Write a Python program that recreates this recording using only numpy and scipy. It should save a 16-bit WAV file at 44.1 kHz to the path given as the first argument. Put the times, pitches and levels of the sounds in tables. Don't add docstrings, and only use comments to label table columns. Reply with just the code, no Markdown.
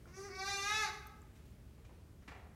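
import sys
import numpy as np
from scipy import signal
from scipy.fft import rfft, irfft, next_fast_len
from scipy.io import wavfile
from scipy.ndimage import uniform_filter1d, map_coordinates

SR = 44100
rng = np.random.default_rng(int(sys.argv[2]) if len(sys.argv) > 2 else 0)


def transcribe(signal):
    frames = np.atleast_2d(signal).T
    limited = np.clip(frames, -1, 1)
    pcm = np.round(limited * 32767).astype(np.int16)
    wavfile.write(sys.argv[1], SR, pcm)


def level_to_linear(level):
    exponent = np.asarray(level, float) / 20
    return 10 ** exponent


N = 112454


def unit(x):
    return x / np.sqrt(np.mean(x ** 2) + 1e-20)


def along(points, hz):
    f, v = np.transpose(points)
    return np.interp(np.log(hz + 1), np.log(f + 1), v)


def wobble(rate):
    return map_coordinates(rng.standard_normal(400), [np.arange(N) * rate / SR])


def filtered(x, response):
    m = next_fast_len(N + SR // 2)
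    return irfft(rfft(x, m) * response(np.fft.rfftfreq(m, 1 / SR)), m)[:N]


def tract(resonances):
    # centre in Hz, width in Hz.
    side_pockets = [(3100, 510), (7400, 170), (12900, 340)]
    pocket_depth, voice_top_hz = .85, 12400

    def bandpass(f, centre, width):
        return 1j * f * width / (centre * centre - f * f + 1j * f * width)

    def response(f):
        h = 0
        for k, (centre, width, db) in enumerate(resonances):
            h = h + (-1) ** k * level_to_linear(db) * bandpass(f, centre, width)
        h = h * (.3 + .7 / (1 + (f / voice_top_hz) ** 24))
        for centre, width in side_pockets:
            h = h * (1 - pocket_depth * bandpass(f, centre, width))
        return h
    return response


def voice(rows, narrow, wide):
    s, *cols = np.transpose(rows)
    t = np.arange(N) / SR
    hz, db, breath, mouth = [np.interp(t, s, c) for c in cols]
    share, mouth = np.clip(breath, 0, 1), np.clip(mouth, 0, 1)
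    jitter, jitter_per_s = .002, 60
    shimmer_db, shimmer_per_s = 1, 30
    phase = 2 * np.pi * np.cumsum(hz * (1 + jitter * wobble(jitter_per_s))) / SR

    flutter_db, flutter_per_s, flutter_full = 2.2, 30, 10
    smear = 1.3
    pulses = np.zeros(N)
    for k in range(1, 41):
        flutter = level_to_linear(flutter_db * min(1, k / flutter_full) * wobble(flutter_per_s))
        pulses += flutter * np.cos(k * phase + smear * rng.standard_normal())
    pulses = unit(pulses)

    gated = rng.standard_normal(N) * (1 + np.cos(phase))
    air = unit(filtered(gated, lambda f: level_to_linear(7 * np.log2((f + 1) / SR))))
    gain = level_to_linear(db + shimmer_db * wobble(shimmer_per_s)) * (t > s[0]) * (t < s[-1])
    source = gain * (np.sqrt(1 - share) * pulses + np.sqrt(share) * air)

    def shaped(resonances):
        response = tract(resonances)
        return filtered(source, response) / np.std(filtered(pulses, response))
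    return (1 - mouth) * shaped(narrow) + mouth * shaped(wide)


def bleat():
    # time in seconds, pitch in Hz, effort in dB, breath share 0-1, mouth opening 0-1.
    hum = [(.075, 340.5, -59.5, 0.5, 0), (.12, 366.2, -63, .5, 0), (.15, 378, -48.5, 0.64, 0),
           (.195, 394, -38.5, 0.93, 0), (.23, 396, -43.5, 0.86, 0), (.255, 409, -45.5, 0.24, 0),
           (.28, 388.4, -52, 0.2, 0), (.292, 349, -49.5, 0.25, 0), (.305, 369, -85, 0.2, 0)]
    call = [(.30, 368.7, -56, .02, .01), (.40, 382.3, -38, 0.08, 0.11), (.48, 400.3, -35, 0.27, 0.8),
            (.605, 392.8, -37.5, 0.29, 0.85), (.75, 433.2, -33.5, 0.26, 1), (.81, 431.7, -31, 0.45, 0.79),
            (.855, 390.7, -38.5, 0.18, 0.59), (.872, 369, -40.5, 0, 0.39), (.895, 333, -71, 0.32, 0.7)]
    # resonance in Hz, width in Hz, level in dB.
    shut = [(401, 75, 4.5), (1240, 330, -2), (2110, 470, -6.5), (4800, 1160, -15), (5940, 920, -10.5),
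            (13100, 3700, -47)]
    ajar = [(421, 180, -2.5), (796, 290, 3.5), (1166, 140, 5.5), (1570, 420, -3), (2207, 164, 4),
            (3680, 340, -17), (4360, 300, -4.5), (5160, 500, -3.5), (6400, 1100, -24)]
    wide_open = [(417, 750, -16.5), (848, 93, -1.5), (1214, 626, -1), (1546, 440, 3.5), (2460, 430, -1.5),
                 (3793, 296, -2), (4330, 520, -9.5), (5980, 920, -7), (7800, 1800, -35),
                 (9360, 3600, -30.5), (12050, 600, -34.5), (13700, 2400, -60)]
    return voice(hum, shut, shut) + voice(call, ajar, wide_open)


def pen(x):
    # delay in seconds, level in dB.
    walls = [(.0023, -10.5), (.0051, -8.5), (.0087, -10.5), (.0132, -4), (.0178, -12.5), (.0241, -2.5),
             (.031, -16.5)]
    out = x.copy()
    for k, (delay, db) in enumerate(walls):
        out += (-1) ** k * level_to_linear(db) * np.pad(x, (round(delay * SR), 0))[:N]
    return out


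def ring(hz, db, t60):
    t = np.arange(SR // 8) / SR
    return level_to_linear(db - 60 * t / t60) * np.sin(2 * np.pi * hz * t) * (1 - np.exp(-t / 0.00013))


def collar_tag():
    # time in seconds, peak level in dB.
    ticks = [
        (1.069, -46),
    ]
    # mode in Hz, level in dB, T60 in seconds.
    modes = [(6483, -25, 0.12), (8280, -15, 0.026), (10100, -11, 0.0096), (11100, -16, 0.019),
             (12200, -5, 0.026), (14070, -22, 0.037), (15440, -23, 0.036)]
    out = np.zeros(N + SR)
    for s, db in ticks:
        tick = sum(ring(hz, db + level + 1, t60) for hz, level, t60 in modes)
        out[round(s * SR):][:len(tick)] += tick
    return out[:N]


def small_snaps():
    # time in seconds, peak level in dB, pitch in Hz, T60 in seconds.
    snaps = [
        (.0563, -50, 1400, .018),
        (1.2185, -53, 7500, .008),
        (1.2185, -66, 15400, .012),
        (1.055, -56, 1500, .04),
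        (2.282, -49, 295, .1),
        (.09, -60, 1050, .06),
    ]
    out = np.zeros(N + SR)
    for s, db, hz, t60 in snaps:
        snap = ring(hz, db, t60)
        out[round(s * SR):][:len(snap)] += snap
    return out[:N]


def knocks():
    # time in seconds, level in dB, brightness in dB per octave, T60 in seconds.
    hits = [
        (.062, -50, -5, 0.2),
        (1.351, -57, 7.5, 0.29),
        (1.45, -62, 9, 0.2),
        (1.775, -49.5, -3, 0.13),
        (1.8457, -48.5, 5, 0.12),
        (1.89, -51.5, -7.5, 0.22),
        (2.221, -49.5, 1.5, 0.13),
        (2.2765, -32, 1, .13),
        (2.313, -33.5, -2.5, 0.098),
        (2.35, -43, -5.5, 0.18),
    ]
    # frequency in Hz, level in dB.
    board = [(150, -26), (350, -10.5), (600, -3), (1100, -3.5), (2400, -7), (2900, -13.5), (7000, -25),
             (12000, -41)]
    t = np.arange(SR // 4) / SR
    rise = 1 - np.exp(-t / .004)
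    out = np.zeros(N)
    for s, db, tilt_db, t60 in hits:
        burst = np.zeros(N + SR)
        burst[round(s * SR):][:len(t)] = level_to_linear(db - 60 * t / t60) * rise * rng.standard_normal(len(t))
        out += filtered(burst[:N], lambda f: level_to_linear(along(board, f) + tilt_db * np.log2((f + 1) / 1500)))
    return out


def barn(x):
    # frequency in Hz, T60 in seconds.
    decay = [(300, 1), (1000, 0.95), (3000, 0.66), (8000, 0.53), (15000, 0.9)]
    delay_s, build_s = .008, .012
    hz, t, z = signal.stft(rng.standard_normal(SR), SR, nperseg=256)
    tail = signal.istft(z * level_to_linear(-60 * t / along(decay, hz)[:, None]), SR, nperseg=256)[1]
    tail = tail * (1 - np.exp(-np.arange(len(tail)) / SR / build_s))
    delayed = np.pad(x, (round(delay_s * SR), 0))
    return signal.fftconvolve(delayed, tail / np.linalg.norm(tail))[:N]


def rush(spectrum, patchy_db):
    z = signal.stft(rng.standard_normal(N), nperseg=512)[2]
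    field = uniform_filter1d(uniform_filter1d(rng.standard_normal(z.shape), 8, 0), 14, 1)
    x = signal.istft(z * level_to_linear(patchy_db * unit(field)), nperseg=512)[1][:N]
    return unit(filtered(x, lambda f: level_to_linear(along(spectrum, f))))


def barn_floor():
    # frequency in Hz, level in dB per Hz.
    rumble = [(13, -41), (22, -21), (65, -2.5), (114, -9.5), (162, -14), (406, -23.5), (450, -21),
              (500, -33), (650, -87), (1100, -120)]
    air = [(290, -61), (500, -7.5), (537, 1), (668, 0), (707, -5.5), (2420, -10.5), (4120, -15),
           (11800, -19), (15800, -21.5)]
    from_middle = (np.arange(N) - N / 2) / SR
    air_db = -71 - 1.33 * from_middle
    return level_to_linear(-56.5) * rush(rumble, patchy_db=0) + level_to_linear(air_db) * rush(air, patchy_db=0.6)


def scene():
    lamb, near, far = bleat(), collar_tag() + small_snaps(), knocks()
    direct = level_to_linear(-4.5) * pen(lamb) + near + far
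    wet = level_to_linear(-7) * barn(lamb) + level_to_linear(-19) * barn(near) + level_to_linear(-3) * barn(far)
    return (direct + wet + barn_floor())[None]


def top_cut(x):
    return signal.sosfilt(signal.butter(12, 16370, fs=SR, output="sos"), x)


def record(dry):
    def microphone(f):
        return (f < 15900) / np.sqrt(1 + (33 / (f + 1)) ** 8)
    return top_cut(filtered(dry[0], microphone)[None])


dry = scene()
out = record(dry)
transcribe(out)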